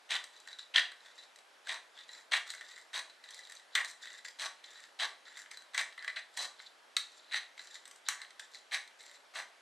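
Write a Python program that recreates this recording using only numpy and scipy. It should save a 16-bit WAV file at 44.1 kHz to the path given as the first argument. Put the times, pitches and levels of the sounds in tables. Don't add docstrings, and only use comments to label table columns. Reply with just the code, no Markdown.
import sys
import numpy as np
from scipy import signal
from scipy.fft import rfft, irfft
from scipy.io import wavfile
from scipy.ndimage import uniform_filter1d

SR = 44100
rng = np.random.default_rng(int(sys.argv[2]) if len(sys.argv) > 2 else 0)


def wav_record(signal):
    frames = np.transpose(np.atleast_2d(signal))
    bounded = np.clip(frames, -1, 1)
    quanta = np.round(bounded * 32767).astype(np.int16)
    wavfile.write(sys.argv[1], SR, quanta)


N = 423801

# start_s, rise_s, length_s, low_db,
# fall_db (by the end), upper_db (re low), treble_db (re low), flap_pitch_hz
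RUB_STROKES = [(.32, 0.017, 0.22, -59, 15, 1, -2.5, 3850), (.46, 0.016, 0.1, -58, 2, 6.5, -3.5, 3850),
               (.585, 0.0065, 0.057, -52.5, 14, 5.5, -3.5, 4000),
               (1.0, 0.0077, 0.13, -58, 3, 1.5, -6, 3570), (1.14, 0.019, 0.12, -60.5, 1, 5, -1, 3870),
               (1.35, .01, 0.069, -80, 7, -10, -3, 3900), (1.645, .006, .03, -64, 1, 7, 2, 3950),
               (1.94, 0.028, 0.11, -52, 10, 1.5, -6.5, 3630), (2.07, 0.047, .16, -51.5, 10, -2.5, -2, 3950),
               (2.46, 0.039, 0.15, -43, 18, -0.5, -7, 3900), (2.605, .01, .23, -54.5, 2, 0, -2, 3930),
               (3.23, .015, 0.36, -58, 5, 3.5, -0.5, 4000), (3.72, 0.021, 0.037, -59.5, -4, 9, -5, 3950),
               (3.84, .01, 0.092, -50, 9, 3.5, 5.5, 3900), (4.0, 0.014, 0.2, -52, 2.5, 0.5, -4, 3730),
               (4.245, 0.0063, 0.082, -51.5, 13, 2.5, -0.5, 4800),
               (4.635, .012, 0.23, -53, 2.5, -1.5, -6.5, 3820),
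               (5.25, 0.011, 0.13, -47.5, 13.5, -4, -8, 4000),
               (5.35, .03, 0.088, -50.5, 6.5, 0.5, 1.5, 3750), (5.505, 0.013, 0.2, -48.5, 34, -2, -9, 4080),
               (5.97, .01, 0.14, -52.5, -10.5, -5.5, -18.5, 4050),
               (6.31, 0.033, 0.065, -62.5, 1, 2, 2, 4200), (6.555, 0.057, .13, -59.5, 8, 6, -4, 3900),
               (7.1, 0.054, 0.11, -65.5, 13, 11, 6, 4010), (7.215, 0.091, 0.11, -65.5, 4, 10.5, -5, 4010),
               (7.57, .012, 0.16, -55.5, 9.5, 2, 1, 4030), (7.7, 0.046, 0.084, -53.5, 10, 1, 4.5, 3960),
               (7.84, 0.0087, 0.097, -69, 15, -9, -3, 3950), (8.05, 0.018, 0.064, -55, -4, 10, -9, 3860),
               (8.18, 0.031, .14, -46.5, 24, -8.5, -16, 4000),
               (8.392, 0.0055, .1, -51.5, 22, 5.5, 4.5, 3830), (8.51, 0.046, .1, -59.5, 7, 5, 6.5, 4100),
               (8.982, .01, 0.194, -63, -0.5, 4.5, 3, 4070)]
# pitch_hz, width_hz, level_db (relative)
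CAN_MODES = [(650, 24, -8), (850, 38, -9), (1132, 36, -3), (1990, 23, -5), (2650, 29, -19.5),
             (3260, 77, -5), (3987, 42, -2.5), (4400, 80, -18), (4780, 220, -18.5), (6070, 95, -16),
             (7190, 42, -31), (8000, 104, -17.5), (8700, 25, -19), (9120, 71, -26), (10000, 240, -29.5),
             (12500, 110, -35)]

BELLY_HZ, UPPER_HZ, TREBLE_HZ = 1400, 2700, 5200
RUB_MOTION = dict(bite_db=10.6, lift_s=0.012, dull_db=1.2, glide_hz=230)


def gain_of(db):
    return 10 ** (np.asarray(db) / 20)


def evened(x):
    return x / np.sqrt(np.mean(x ** 2) + 1e-20)


def read(points, hz):
    point_hz, value = np.transpose(points)
    return np.interp(np.log(hz + 1), np.log(point_hz + 1), value)


def held(rows, column):
    table = np.transpose(rows)
    latest = np.searchsorted(table[0], np.arange(N) / SR) - 1
    return table[column][np.maximum(latest, 0)]


def coloured(x, points):
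    hz = np.linspace(0, SR / 2, 1025)
    taps = signal.firwin2(2049, hz, gain_of(read(points, hz)), fs=SR)
    return signal.oaconvolve(x, taps[None], "same")


def resonate(x, hz, width):
    turn = np.exp(2j * np.pi * np.cumsum(hz) / SR)
    pole = np.exp(-np.pi * width / SR)
    return 2 * (turn * signal.lfilter([1 - pole], [1, -pole], x / turn)).real


def stressed(x, hz, width, rest, peak_db):
    return rest * x + gain_of(peak_db) * resonate(x, hz, width)


def body(modes, broad, broad_db):
    hz = np.fft.rfftfreq(8192, 1 / SR)
    power = gain_of(2 * (read(broad, hz) + broad_db))
    for mode_hz, width_hz, level_db in modes:
        power += gain_of(2 * level_db) / (1 + (2 * (hz - mode_hz) / width_hz) ** 2)
    below = [1 / (1 + (hz / edge) ** 12) for edge in (BELLY_HZ, UPPER_HZ, TREBLE_HZ)]
    group_shares = np.diff([0 * hz, *below, 1 + 0 * hz], axis=0)
    log_gain = .5 * np.log(power * group_shares + 1e-12)
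    cepstrum = irfft(log_gain)
    cepstrum[:, 1:4096] *= 2
    cepstrum[:, 4097:] = 0
    taps = irfft(np.exp(rfft(cepstrum)))[:, :4096]
    return taps / np.linalg.norm(taps, axis=1, keepdims=True)


def ring(drive, responses):
    return signal.oaconvolve(drive, responses, axes=1)[:, :N]


def slips(per_s, spread_db, colour_db, slip_ms, fizz):
    size_db = spread_db * np.minimum(rng.exponential(1, N), 4)
    size = gain_of(size_db) * (rng.random(N) < per_s / SR)
    starts = size * gain_of(colour_db * rng.standard_normal((4, N)))
    pole = np.exp(-1000 / (SR * slip_ms))
    tears = signal.lfilter([1], [1, -2 * pole, pole ** 2], starts)
    return evened((evened(tears) + fizz) * rng.standard_normal(N))


def gusts(shared_db, own_db, size):
    shared, *own = uniform_filter1d(rng.standard_normal((5, N)), size=size)
    return gain_of(shared_db * evened(shared) + own_db * evened(np.array(own)))


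def strokes(rows, bite_db, lift_s, dull_db, glide_hz, belly_db=0):
    gains = np.zeros((4, N))
    for start_s, rise, length, low_db, fall_db, upper_db, treble_db, _, *belly in rows:
        t = np.arange(0, length, 1 / SR)
        push_db = np.interp(t, [0, min(rise, length), length], [-bite_db, 0, -fall_db])
        fade = np.clip(np.minimum(4 * t, length - t) / lift_s, 0, 1)
        push = gain_of(low_db + push_db) * fade
        groups_db = [sum(belly, belly_db) + 0 * t,
                     0 * t,
                     upper_db - dull_db * t / length,
                     treble_db + 0 * t]
        gains[:, round(start_s * SR):][:, :len(t)] += gain_of(groups_db) * push
    start, length, flap_hz = (held(rows, column) for column in (0, 2, 7))
    travel = np.clip((np.arange(N) / SR - start) / length, 0, 1)
    return gains, flap_hz + glide_hz * (travel - .5)


def hiss():
    # (relative, per Hz)
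    spectrum = [(18, -66.5), (30, -48.5), (369, -11.5), (432, -9), (467, -9.5), (591, -4.5), (709, -6),
                (830, -4), (1110, -6.5), (1330, -6.5), (1550, -5.5), (2690, -11.5), (3320, -11),
                (11300, -27.5), (15500, -50)]
    # pitch_hz, likeness (0 to 1)
    likeness = [(100, 0.57), (500, 0.46), (1500, 0.48), (4000, 0.77), (7000, 0.96), (9500, 1)]
    hiss_db = -61.5
    frames, hz = N // 256 + 5, np.fft.rfftfreq(1024, 1 / SR)
    a, b, c, d, patches = rng.standard_normal((frames, 513, 5)).T
    patches = uniform_filter1d(patches, size=12, axis=0)
    patches = evened(uniform_filter1d(patches, size=14, axis=1))
    same = np.clip(read(likeness, hz), -1, 1)[:, None]
    left = a + 1j * b
    right = same * left + np.sqrt(1 - same ** 2) * (c + 1j * d)
    z = np.array([left, right]) * gain_of(read(spectrum, hz)[:, None] + 1.05 * patches)
    out = signal.istft(z, nperseg=1024, noverlap=768)[1][:, :N]
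    return gain_of(hiss_db) * out / np.sqrt(np.mean(out.mean(0) ** 2))


def room(x):
    # pitch_hz, t60_s
    decay = [(300, 0.46), (900, 0.33), (2100, 0.3), (4000, 0.31), (8000, 0.31), (12000, 0.22)]
    # pitch_hz, level_db
    unlike = [(500, -35), (2000, -22.5), (8000, -15.5), (10000, -45)]
    early_db, early_s = 7.5, .015
    half_turns_per_s = 2.3
    taps = np.zeros((4, SR // 2))
    at = np.arange(180, SR // 2 - 20, 20) + rng.integers(0, 20, (4, (SR // 2 - 181) // 20))
    np.put_along_axis(taps, at, rng.choice([-1., 1.], at.shape), 1)
    hz, t, z = signal.stft(taps, SR, nperseg=256)
    fading = gain_of(-60 * t / read(decay, hz)[:, None])
    tail = signal.istft(z * fading, SR, nperseg=256)[1]
    tail /= np.linalg.norm(tail[0])
    tail[3] *= gain_of(early_db * np.exp(-np.arange(tail.shape[1]) / SR / early_s))
    turn = np.pi * (half_turns_per_s * np.arange(N) / SR + np.arange(3)[:, None] / 3)
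    shares = np.vstack([np.sqrt(2 / 3) * np.cos(turn), np.ones(N)])
    *both, apart = signal.fftconvolve(x * shares, tail, axes=1)[:, :N]
    return sum(both) + coloured(np.array([apart, -apart]), unlike)


def snaps():
    # start_s, blow_db, upper_db (re blow), treble_db (re blow),
    # flap_pitch_hz, low_pitch_hz, rattle_ms
    blows = [(0.1052, -26, -5.5, -28, 3340, 1880, 3.9), (0.2394, -31.5, -11, -10, 3840, 1750, 3),
             (0.4738, -33, -17, -16, 3960, 1860, 3), (0.5287, -38, -2, -18, 3920, 1530, 2.8),
             (0.5906, -36.5, -2.5, -19, 3820, 1460, 3.4), (0.7447, -26, -7, -30, 3940, 1900, 2.3),
             (0.7581, -17, 4, -39, 3250, 1800, 3), (0.7803, -8, -16, -28.5, 3930, 1880, 5),
             (0.9171, -30, -17, -23, 3940, 1600, 3.4), (1.0588, -43.5, -9, -14, 3850, 1880, 3),
             (1.3586, -45.5, -10, -5, 3960, 1790, 3), (1.387, -41.5, -15, -12.5, 3800, 2400, 3),
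             (1.6701, -26.5, -15.5, -23, 3930, 1550, 3.5), (1.6923, -22, -17, -39, 3350, 1910, 3.4),
             (1.9897, -44, 2, -24, 3840, 1920, 3), (2.0904, -39, -5, -17, 3980, 1930, 2.7),
             (2.3204, -20, -12, -37, 4100, 1920, 3), (2.3341, -11, -15.5, -40, 4000, 1980, 2.7),
             (2.4763, -37, -8, -8.5, 3960, 1930, 2), (2.5018, -32.5, -4, -3, 3900, 2000, 3.4),
             (2.5481, -33, -20, -11.5, 3960, 1570, 3), (2.609, -30, -16, -21, 3880, 1730, 3.3),
             (2.7127, -40.5, -9, -15, 3940, 2010, 3), (2.7835, -42, -12, -12, 3980, 2030, 3),
             (2.9411, -31, -4, -22, 3800, 2030, 2.2), (3.097, -44.5, -1.5, -12, 4000, 1750, 4.8),
             (3.238, -37.5, -8, -17, 3870, 1940, 5.3), (3.2874, -39.5, -4, -17, 3850, 1770, 3.4),
             (3.3058, -41, -8, -3.5, 3530, 1860, 3.3), (3.3438, -43, -15, -1.5, 3890, 2080, 3),
             (3.3904, -38, -10, -7.5, 3930, 1970, 3), (3.497, -36, -21, -12, 3960, 1790, 2.7),
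             (3.5199, -36.5, -11, -6.5, 3960, 1850, 3.3), (3.5514, -42, -14, -6, 4000, 1870, 2.7),
             (3.5962, -44, -9, -14, 3970, 1860, 3), (3.7514, -10, -11, -16.5, 3560, 2020, 5),
             (3.7854, -22.5, -15, -27, 3970, 1860, 2.6), (3.8462, -22, -16, -14.5, 3870, 1930, 1.6),
             (4.0547, -30.5, -18, -19, 3920, 2000, 3), (4.2488, -29.5, -16.5, -28, 4320, 1900, 2.2),
             (4.2842, -33.5, -5, -14, 4850, 1890, 2.4), (4.4171, -32, -14, -10, 4000, 1930, 3.5),
             (4.64, -36.5, -6, -18, 3850, 1870, 3.9), (4.996, -26, 0, -25, 3270, 1750, 3.3),
             (5.37, -36, -8, -13, 3940, 2020, 2.5), (5.46, -32, -29, -31, 3770, 1870, 2),
             (5.5119, -29, -15, -14.5, 4810, 2150, 5), (5.5717, -34.5, -10, -12, 4000, 1540, 2.1),
             (5.62, -42, -12, -14, 3980, 1560, 3), (5.7457, -17.5, -18.5, -20.5, 3920, 1980, 3.9),
             (5.7773, -13, -14, -17.5, 4100, 2040, 2.3), (5.9239, -38.5, -7, -18, 3940, 1830, 2.6),
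             (5.9774, -27.5, -26, -27, 4100, 2010, 2.3), (6.0237, -33, -11, -22, 4600, 1850, 3.4),
             (6.0446, -26, -17, -22.5, 3680, 1630, 3), (6.0773, -18.5, -14, -27, 4180, 1950, 3.7),
             (6.1664, -20, -19.5, -40, 3900, 2080, 3.6), (6.3724, -20.5, -20, -12, 4140, 2050, 3),
             (6.5989, -34.5, -13, -30, 3980, 2030, 3), (6.9659, -16, -3, -9.5, 3960, 1910, 3.3),
             (7.3213, -35, -4, -18, 4000, 1920, 3), (7.342, -15, -11.5, -36, 3970, 1970, 2),
             (7.5767, -35.5, -9, -20, 4020, 2040, 3.3), (7.592, -32, -12, -22, 3940, 1630, 3.4),
             (7.7532, -35.5, -3, -17, 3980, 2040, 3), (7.8537, -37.5, -8.5, -11.5, 3980, 1850, 3.9),
             (7.8762, -38, -21, -8.5, 4800, 1550, 3.5), (7.9108, -37, -15, -8, 3120, 2340, 3),
             (7.9592, -45.5, -12, -5.5, 3040, 2200, 2.4), (8.086, -13, -19, -10, 4150, 2000, 2.1),
             (8.2159, -26.5, -13.5, -20, 4100, 2010, 3), (8.305, -41, -9.5, -12.5, 4000, 2070, 2.3),
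             (8.3946, -31.5, -10, -12, 3660, 1590, 4.6), (8.546, -38, -9, -16, 4070, 2070, 2.3),
             (8.7276, -23, -22, -24, 3820, 1980, 3), (8.8752, -44, -8, -10, 4040, 1980, 3),
             (9.005, -43, -6, -15, 3950, 2060, 3), (9.0356, -47, -6, -11, 3960, 1880, 3),
             (9.0633, -43, -12, -14, 3980, 2060, 3), (9.1127, -41, -13, -13, 3680, 1980, 3),
             (9.3527, -35, -23, -27, 3960, 1980, 3)]
    # (relative, per Hz)
    crack = [(120, -76), (200, -50), (922, -14.5), (1980, -5.5), (2540, -13.5), (3890, -6), (5650, -16),
             (6070, -11), (6640, -17), (8210, -9.5), (9300, -22.5), (12800, -31), (14000, -35)]
    belly_db, low_db = -26, -10.5
    t, drive = np.arange(1200) / SR, np.zeros((4, N + 1200))
    noises = rng.standard_normal((len(blows), len(t)))
    for (start_s, blow_db, upper_db, treble_db, *_, rattle_ms), noise in zip(blows, noises):
        rattle = noise * (1 - np.exp(-t / 0.00075)) * np.exp(-t * 1000 / rattle_ms)
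        group_db = blow_db + np.array([belly_db, low_db, upper_db, treble_db])
        blow = gain_of(group_db)[:, None] * rattle / np.linalg.norm(rattle)
        drive[:, round(start_s * SR):][:, :len(t)] += blow
    ticks = slips(per_s=60, spread_db=3.0, colour_db=5.0, slip_ms=0.7, fizz=0)
    rub_gains, _ = strokes(RUB_STROKES, **RUB_MOTION, belly_db=-20.5)
    ticks = ticks * gain_of(-27) * rub_gains
    belly, low, upper, treble = ring(drive[:, :N] + ticks, body(CAN_MODES, crack, broad_db=-1.0))
    low = stressed(low, held(blows, column=5), width=160, rest=0.75, peak_db=4.0)
    upper = stressed(upper, held(blows, column=4), width=340, rest=0.27, peak_db=5.0)
    return belly + low + upper + treble


def rubs():
    # pitch_hz, width_hz, level_db (relative)
    blade_modes = [(1150, 110, -17.5), (1910, 280, -6), (3560, 150, 0), (3964, 53, 2), (4600, 120, -10),
                   (6060, 97, -19), (7290, 280, -2.5), (8750, 130, -34)]
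    # (relative, per Hz)
    scrape = [(410, -52.5), (700, -24), (1280, -3), (1950, 7), (2400, -16.5), (2940, -34), (3950, -22),
              (4270, 0), (7410, -12), (15000, -41.5)]
    gains, flap_hz = strokes(RUB_STROKES, **RUB_MOTION, belly_db=-22)
    catches = slips(per_s=310, spread_db=0.0, colour_db=4.0, slip_ms=1.6, fizz=0.59)
    drag = evened(catches * gusts(shared_db=-2.0, own_db=3.5, size=600))
    belly, low, upper, treble = ring(gains * drag, body(blade_modes, scrape, broad_db=-5.5))
    upper = stressed(upper, flap_hz, width=370, rest=0.52, peak_db=3.2)
    return belly + low + upper + treble


def cuts():
    # start_s, rise_s, length_s, low_db, fall_db (by the end),
    # upper_db (re low), treble_db (re low), flap_pitch_hz, belly_db (re low)
    closings = [(.09, 0.022, 0.083, -35, 3.5, -0.5, -7.5, 3570, -9.5),
                (.738, 0.026, 0.066, -30.5, -0.5, 1, -12, 2970, -10.5),
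                (1.665, 0.029, 0.11, -40.5, 9, -1.5, -6.5, 3700, -6),
                (2.312, 0.025, 0.073, -28, 8.5, -1, -9.5, 3670, -13),
                (2.93, 0.026, 0.074, -36.5, 5.5, -1, -3.5, 3800, -7.5),
                (3.748, 0.013, 0.076, -32.5, 2, -15, -17, 3720, -14.5),
                (4.385, 0.011, 0.089, -44, -3.5, -1.5, -3, 3910, -5.5),
                (4.988, 0.024, 0.074, -34, 1.5, 1, -7, 3820, -4.5),
                (5.734, 0.061, 0.095, -34, 6, -3.5, -6, 3870, -9.5),
                (6.157, 0.0068, 0.047, -40.5, 4.5, -4.5, -12.5, 4040, -17),
                (6.365, 0.014, 0.1, -47.5, 1, 4, 4.5, 3920, 0.5),
                (7.31, 0.042, 0.077, -34, 1.5, -2.5, -9.5, 3980, -18.5),
                (8.08, 0.009, 0.064, -36.5, 11, -8, -18, 3840, -13.5),
                (8.71, 0.035, 0.079, -31.5, 18, -3.5, -8.5, 4020, -12.5),
                (9.335, 0.026, 0.094, -40, 7.5, -5, -6.5, 3900, -4.5)]
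    # (relative, per Hz)
    wall = [(88, -83.5), (150, -38), (477, -23), (661, -8.5), (1110, -8), (1300, -12.5), (1870, 1),
            (2500, -9), (3150, -11.5), (3970, -14), (5100, -26), (8250, -29.5), (15000, -69)]
    gains, flap_hz = strokes(closings, bite_db=14.5, lift_s=0.0084, dull_db=2.1, glide_hz=60)
    tears = slips(per_s=700, spread_db=1.0, colour_db=0.5, slip_ms=0.52, fizz=1.0)
    crunch = evened(tears * gusts(shared_db=0.0, own_db=2.0, size=300))
    belly, low, upper, treble = ring(gains * crunch, body(CAN_MODES, wall, broad_db=2.5))
    upper = stressed(upper, flap_hz, width=660, rest=0.43, peak_db=6.1)
    return belly + low + upper + treble


def scene():
    # pitch_hz, level_db
    wet = [(500, -3.5), (2000, -5), (4000, -7), (8000, -6), (12000, -4)]
    metal = gain_of(-2.5) * cuts() + gain_of(-6.0) * rubs() + gain_of(18.0) * snaps()
    direct = metal * gain_of([[.3], [-.3]])
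    return direct + coloured(room(metal), wet) + hiss()


def record(dry):
    # pitch_hz, level_db
    microphone = [(30, -21), (80, -5), (140, -13.5), (230, -2.5), (12500, -1), (14000, -8.5), (15500, -25)]
    edge_hz = 15600
    heard = coloured(dry, microphone)
    low_pass = signal.firwin(511, edge_hz, window=("kaiser", 9), fs=SR)
    return signal.oaconvolve(heard, low_pass[None], "same")


dry = scene()
out = record(dry)
wav_record(out)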